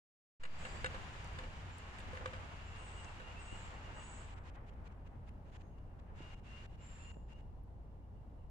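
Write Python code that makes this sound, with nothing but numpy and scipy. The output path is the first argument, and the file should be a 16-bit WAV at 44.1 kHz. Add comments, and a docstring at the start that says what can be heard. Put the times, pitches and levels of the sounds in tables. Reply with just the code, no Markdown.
"""A wooded creek bank. Sharp knocks, each with a quick bounce and a hollow ring, excite damped modes;
among them come small ticks and soft bumps of a hand. Two distant birds sing gliding tones that the
trees scatter into echoes. Behind them lie a low rumble, a faint drone, far birdsong, an insect's
whine and the hiss of the woods, which drops away halfway through and returns only in spurts."""
import sys
import numpy as np
from scipy import signal
from scipy.fft import rfft, irfft
from scipy.io import wavfile
from scipy.ndimage import uniform_filter1d

SR = 44100
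rng = np.random.default_rng(int(sys.argv[2]) if len(sys.argv) > 2 else 0)


def generate_wav(signal):
    """Clip the signal to [-1, 1] and save it as 16-bit WAV at the path in sys.argv[1]."""
    frames = np.transpose(np.atleast_2d(signal))
    scaled = np.clip(frames, -1, 1) * 32767
    pcm = np.round(scaled).astype(np.int16)
    wavfile.write(sys.argv[1], SR, pcm)


N = 374850
TIME = np.arange(N) / SR
FREQS = np.fft.rfftfreq(N, 1 / SR)
WAKE_S = .397  # the microphone comes on


def knocks(bounce_s=.0164, crack_db=-13.5, grit=.67, phase_spread_rad=1.2, top_hz=8500):
    """Modal ringing: sharp knocks, each with a quick bounce and a hollow ring, excite damped modes."""
    # ringing modes: frequency_hz, level_db, t60_s
    knock_modes = [(1000, -5.5, 0.011), (1180, -15.5, 0.023), (1505, -9.5, 0.05), (1732, -3, 0.027),
                   (2020, -8, 0.024), (2280, -11, 0.03), (2390, -3, 0.018), (2850, 1, 0.0051),
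                   (2850, -4, 0.016), (3620, -8, 0.0093), (4150, -12.5, 0.017), (4780, -18, 0.0051),
                   (6700, -19, 0.011), (7600, -7, 0.0021)]
    # knocks: start_s, level_db, tilt_db_per_octave, bounce_relative_db
    impacts = [(.435, -49.5, 2, -0.5), (.651, -45, 0.5, -12), (0.8439, -35.5, -0.7, -4),
               (.944, -48.5, -6.5, -7), (1.3868, -46.5, -1, -16), (1.4354, -53.5, -5, -14),
               (1.985, -53.5, 4, -2.5), (2.132, -52.5, -11, 0), (2.168, -48.5, -5.5, -10),
               (2.209, -55, -8, -12), (2.258, -39.5, -4.5, -12.5), (2.334, -49.5, -5, -5),
               (3.199, -53, -5, -17)]
    out, t = np.zeros((2, N)), np.arange(SR // 5) / SR
    hz, mode_db, t60 = np.transpose(knock_modes)[:, :, None]
    phase = phase_spread_rad * rng.standard_normal((2, len(knock_modes), 1))  # per microphone port
    rings = gain_of(mode_db - 60 * t / t60) * np.sin(2 * np.pi * hz * t + phase)
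    hollow_hz, hollow_db, hollow_t60_s = 515, -4, .13
    hollow = gain_of(hollow_db - 60 * t / hollow_t60_s) * np.sin(2 * np.pi * hollow_hz * t)
    for start, db, tilt, bounce_db in impacts:
        body = (rings * gain_of(tilt * np.log2(hz / 1700))).sum(1)
        contact_s = .0051 * 2 ** ((-36.5 - db) / 24)  # halves for each 24 dB harder
        for at, impact_db in [(start, db), (start + bounce_s, db + bounce_db)]:
            force = rng.standard_normal(len(t))
            force *= np.exp(grit * rng.standard_normal(len(t)) - t / contact_s)
            crack = gain_of(crack_db) * rng.standard_normal((2, len(t))) * np.exp(-t / .0012)
            knock = signal.fftconvolve(force[None], body + crack, axes=1)[:, :len(t)]
            onset_rms = np.sqrt(np.mean(knock[:, :SR // 100] ** 2))
            add(out, at, gain_of(impact_db) * knock / onset_rms)
        add(out, start, hollow * gain_of(db - tilt))  # dull knocks ring the hollow most
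    return lowpass(out, top_hz)


def bumps(decay_cycles=.53, scuff_db=-2.5, scuff_hz=650):
    """Heavy damping: a hand bumps the camera, giving a cycle or two of thud and a scuff of skin."""
    # pushes of the hand: start_s, level_db, pitch_hz
    pushes = [(3.527, -38, 260), (5.156, -41.5, 221), (6.205, -39.5, 296), (7.169, -37, 235)]
    out, t = np.zeros((2, N)), np.arange(SR // 10) / SR
    for start, db, hz in pushes:
        scuff = unit_rms(lowpass(rng.standard_normal((2, len(t))), scuff_hz))
        thud = np.sin(2 * np.pi * hz * t) + gain_of(scuff_db) * scuff
        add(out, start, gain_of(db) * thud * np.exp(-hz * t / decay_cycles))
    return out


def ticks(width_share=.16, decay_s=.0023):
    """Brief transients: tiny, bright bursts of noise with no ring."""
    # small sharp ticks: start_s, level_db, centre_hz
    snaps = [(1.2447, -57, 6860), (1.274, -64, 7500), (1.333, -63, 7500), (1.7829, -55, 8950),
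             (1.995, -63, 9500), (3.046, -57, 6350), (5.2905, -73, 10400), (7.636, -75, 11400)]
    out, t, hz = np.zeros((2, N)), np.arange(4096) / SR, np.fft.rfftfreq(4096, 1 / SR)
    for start, db, centre_hz in snaps:
        band = 1 / (1 + ((hz / centre_hz - 1) / width_share) ** 2)
        fizz = irfft(rfft(rng.standard_normal((2, len(t)))) * band)
        add(out, start, gain_of(db) * unit_rms(fizz) * np.exp(-t / decay_s))
    return out


def whistler(waver_share=.0079, arch_hz=49.7):
    """Two-voiced song: one side of a bird's syrinx glides while the other holds near its own pitch."""
    # high whistles: start_s, length_s, pitch_hz, slide_hz, level_db, rasp_share,
    # second_voice_hz, second_voice_relative_db
    whistles = [(0.559, 0.25, 7720, -550, -69.5, .034, 6960, -2.5),
                (1.712, 0.045, 7300, 0, -72.5, .01, 7000, -6), (2.655, .031, 7380, 500, -72, .02, 6800, -8),
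                (2.729, 0.36, 8000, -330, -70, 0.026, 6860, -7),
                (3.353, 0.35, 7820, -900, -68.5, 0.04, 6820, -6),
                (3.924, .32, 7820, -120, -66, .02, 6800, -5),
                (5.489, .22, 6580, -57, -89, 0.0026, 6440, -12),
                (6.782, .341, 7240, -260, -68.5, .0064, 8630, -16.5)]
    out, waver = np.zeros((2, N)), waver_share * wander(160)
    for start, length, hz, slide_hz, db, rasp, second_hz, second_db in whistles:
        add(out, start, note(start, length, hz, slide_hz, arch_hz, db, waver, rasp))
        add(out, start, note(start, length, second_hz, 0, arch_hz, db + second_db, -waver, rasp))
    return tree_echoes(out, t60_s=.5, wet_db=2)


def warbler(waver_share=.01, arch_hz=25):
    """Pitch glides: a second bird slurs short, lower notes from deeper in the wood."""
    # slurred notes: start_s, length_s, pitch_hz, slide_hz, level_db
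    slurs = [(2.69, 0.24, 2756, -1, -65), (2.96, 0.065, 2864, 0, -62), (3.05, 0.047, 2720, 0, -61),
             (3.2, 0.14, 2810, 160, -64), (3.35, 0.073, 2700, 282, -59), (3.45, 0.13, 2817, 127, -60),
             (3.83, 0.058, 2840, -150, -64.5), (3.95, 0.093, 2840, -93, -64.5),
             (6.17, 0.187, 2830, -2, -67.5), (6.45, 0.18, 2784, 130, -64), (6.78, 0.064, 2810, -2, -75),
             (6.982, .145, 2770, 172, -64.5), (7.28, 0.103, 2816, 188, -71.5)]
    out, waver = np.zeros((2, N)), waver_share * wander(110)
    for start, length, hz, slide_hz, db in slurs:
        add(out, start, note(start, length, hz, slide_hz, arch_hz, db, waver))
    return tree_echoes(out, t60_s=.4, wet_db=-1)


def note(start_s, length_s, pitch_hz, slide_hz, arch_hz, db, waver, rasp=0):
    """Frequency modulation: a sine slides along a slight arch, wavers, and may fray toward its end."""
    progress = np.linspace(0, 1, max(round(length_s * SR), 64))
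    jitter = np.interp(progress, np.linspace(0, 1, 400), rng.standard_normal(400))
    fray = 2 * rasp * progress ** 2 * jitter
    contour_hz = pitch_hz + slide_hz * (progress - .5) - arch_hz * (2 * progress - 1) ** 2
    hz = contour_hz * (1 + waver[round(start_s * SR):][:len(progress)] + fray)
    tone = np.sin(2 * np.pi * np.cumsum(hz) / SR)
    return gain_of(db) * unit_rms(tone * signal.windows.tukey(len(tone), .4))


def tree_echoes(call, t60_s, wet_db, echoes_per_s=2000):
    """Scattering: trunks and leaves return a call as sparse, decaying echoes, unlike at each port."""
    t = np.arange(SR) / SR
    taps = rng.standard_normal((2, SR)) * (rng.random((2, SR)) < echoes_per_s / SR)
    taps *= gain_of(-60 * t / t60_s)
    echoes = signal.fftconvolve(call, taps / np.linalg.norm(taps[0]), axes=1)[:, :N]
    return (call + gain_of(wet_db) * echoes) / np.hypot(1, gain_of(wet_db))


def woods(wash_flutter_db=2.03, hiss_flutter_db=.83):
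    """Broadband noise: the bright hiss of the woods flutters over a dull wash that fades late on."""
    # spectra of the hiss and the wash: frequency_hz, density_db
    hiss_spectrum = [(300, -29), (900, 0), (1600, -1), (2400, -2.5), (3000, -5), (3600, -10), (4800, -15.5),
                     (6000, -18), (7200, -16), (8500, -26), (10000, -30), (11500, -43), (15000, -45)]
    wash_spectrum = [(150, -12), (300, -5), (500, -3.5), (900, 0.5), (1500, -4), (2200, -11), (3200, -21.5),
                     (5000, -44), (9000, -56)]
    # envelope of the wash: time_s, level_db
    wash_levels = [(.8, -57), (1.7, -59), (2.2, -57.5), (2.7, -59), (3.9, -58), (5.85, -76), (6.25, -62.5),
                   (6.6, -88), (8.5, -87.5)]
    hiss = air_noise(spectrum(hiss_spectrum)) * hiss_envelope() * gain_of(hiss_flutter_db * wander(30))
    wash = air_noise(spectrum(wash_spectrum)) * envelope(wash_levels)
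    return hiss + wash * gain_of(wash_flutter_db * wander(25))


def hiss_envelope(drop_s=4.343, rise_s=.029):
    """Amplitude gating: the hiss holds, drops away, then returns in spurts that swell and end sharply."""
    # the hiss before it drops: time_s, level_db
    held_levels = [(.95, -53.5), (1.6, -58), (2.2, -56.5), (2.7, -58), (3.9, -57.5), (4.33, -61)]
    # spurts of hiss: start_s, end_s, target_db
    spurts = [(4.355, 4.39, -59), (4.427, 4.502, -61.5), (4.532, 4.563, -60), (4.655, 4.7, -62.5),
              (4.722, 4.743, -64), (4.837, 4.88, -62.5), (4.908, 4.929, -63), (5.049, 5.079, -61.5),
              (5.26, 5.296, -61), (5.44, 5.505, -70), (5.512, 5.572, -60), (5.59, 5.622, -62),
              (5.774, 5.79, -60.5), (5.985, 6.002, -58), (6.143, 6.348, -61.5), (6.348, 6.401, -68),
              (6.427, 6.664, -61.5), (6.676, 6.76, -69.5), (6.769, 7.121, -64), (7.133, 7.148, -58),
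              (7.273, 7.336, -64.5), (7.33, 7.412, -71)]
    gain = envelope(held_levels) * (TIME < drop_s)
    for start, end, db in spurts:
        inside = (TIME > start) & (TIME < end)
        gain[inside] += gain_of(db) * (1 - np.exp(-(TIME[inside] - start) / rise_s))
    return uniform_filter1d(gain, size=200)


def rumble(lumps_db=.5):
    """Low-frequency noise: an outdoor rumble with a slightly lumpy level."""
    # spectrum of the rumble: frequency_hz, density_db
    rumble_spectrum = [(15, -6.5), (28, 3.5), (42, -4), (70, -2.5), (105, -5), (150, -9.5), (220, -14),
                       (320, -20), (550, -22.5), (900, -23.5), (1300, -34.5), (2000, -42.5), (4500, -54),
                       (15000, -65)]
    # its envelope: time_s, level_db
    rumble_levels = [(.7, -48.5), (1.5, -51), (1.85, -53.5), (2.1, -49), (2.6, -53), (5.2, -52), (8.5, -54)]
    return air_noise(spectrum(rumble_spectrum)) * envelope(rumble_levels) * gain_of(lumps_db * wander(12))


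def chorus(song_db=-15, song_floor_db=-93, whine_db=-16.5, fade_db_per_s=4.5):
    """Common modulation: far birdsong and a thin, fading insect whine come and go with the hiss."""
    hiss_gain = hiss_envelope()
    song = far_tone(centre_hz=2813, width_hz=150)
    song *= hiss_gain * gain_of(song_db) + gain_of(song_floor_db)
    whine = far_tone(centre_hz=4730, width_hz=72)
    return song + whine * hiss_gain * gain_of(whine_db - fade_db_per_s * TIME)


def far_tone(centre_hz, width_hz, swell_db=3.3):
    """Spectral broadening: the wood smears a far tone into a narrow, unsteady band of noise."""
    band_db = -20 * np.log10(1 + ((FREQS - centre_hz) / width_hz) ** 4)
    return air_noise(band_db) * gain_of(swell_db * wander(10))


def drone(drift_hz=2.82, swell_db=1.5, rise_s=1.1):
    """Slow modulation: two far, low tones waver; the upper fades while the lower grows slightly."""
    # drone tones: pitch_hz, initial_db, fade_db_per_s
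    tones = [(53.45, -58.5, -0.2), (86.5, -54, 0.98)]
    out = np.zeros(N)
    for hz, db, fade in tones:
        cycles = np.cumsum(hz + drift_hz * wander(10.06)) / SR
        amplitude = np.sqrt(2) * gain_of(db - fade * TIME + swell_db * wander(6))
        out += amplitude * np.sin(2 * np.pi * cycles)
    return out * np.clip((TIME - WAKE_S) / rise_s, 0, 1)


def air_noise(spectrum_db, right_delay_s=.000092):
    """Partial coherence: noise at two ports is alike in the bass and nearly unrelated in the treble."""
    # likeness of left and right: frequency_hz, correlation
    port_correlation = [(30, 0.63), (70, 0.91), (150, 0.97), (300, 0.76), (600, 0.73), (1200, -0.25),
                        (2500, -0.14), (12000, 0.077)]
    left, independent = rfft(rng.standard_normal((2, N)))
    likeness = spectrum(port_correlation)
    delayed = left * np.exp(-2j * np.pi * FREQS * right_delay_s)
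    right = likeness * delayed + np.sqrt(1 - likeness ** 2) * independent
    return unit_rms(irfft(np.array([left, right]) * gain_of(spectrum_db), N))


def wander(rate_hz):
    """Low-passed noise of unit rms, fluctuating up to about rate_hz."""
    return unit_rms(irfft(rfft(rng.standard_normal(N)) * np.exp(-(FREQS / rate_hz) ** 2), N))


def spectrum(points):
    """Interpolates a table on a log-frequency axis."""
    hz, value = np.transpose(points)
    return np.interp(np.log(FREQS + 1), np.log(hz + 1), value)


def envelope(points):
    """Interpolates decibels over time into a gain curve."""
    return gain_of(np.interp(TIME, *np.transpose(points)))


def lowpass(x, cutoff_hz):
    """Rolls off the treble at 24 dB per octave."""
    return signal.sosfilt(signal.butter(4, cutoff_hz, fs=SR, output="sos"), x)


def gain_of(db):
    """Decibels to amplitude."""
    return 10 ** (np.asarray(db) / 20)


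def unit_rms(x):
    """Scales to an rms of one."""
    return x / np.sqrt(np.mean(x ** 2) + 1e-20)


def add(mix, start_s, sound):
    """Mixes a sound in at start_s."""
    part = mix[:, round(start_s * SR):][:, :sound.shape[-1]]
    part += sound[..., :part.shape[1]]


def scene():
    """Superposition: knocks, ticks, bumps, birds and backgrounds sum at the two microphone ports."""
    # opening swell of the noise backgrounds: time_s, gain_db
    swell_in = [(.4, -14), (.52, -6.5), (.64, 0)]
    background = (rumble() + woods() + chorus()) * envelope(swell_in) + drone()
    return background + knocks() + ticks() + bumps() + whistler() + warbler()


def record(dry, balance_db=.16, thud_db=-38.5, thud_peak_s=.068, edge_hz=15700):
    """Switch-on transient: the microphone wakes with a soft, deep push; its bandwidth is limited."""
    awake_s = np.maximum(TIME - WAKE_S, 0)
    fade_in = np.minimum(awake_s / .0052, 1)
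    thud = gain_of(thud_db) * awake_s / thud_peak_s * np.exp(1 - awake_s / thud_peak_s)
    port_gains = gain_of([[balance_db], [-balance_db]])
    band_limit = signal.firwin(511, edge_hz, window=("kaiser", 9), fs=SR)
    return signal.oaconvolve((dry * fade_in + thud) * port_gains, band_limit[None], "same")


dry = scene()
out = record(dry)
generate_wav(out)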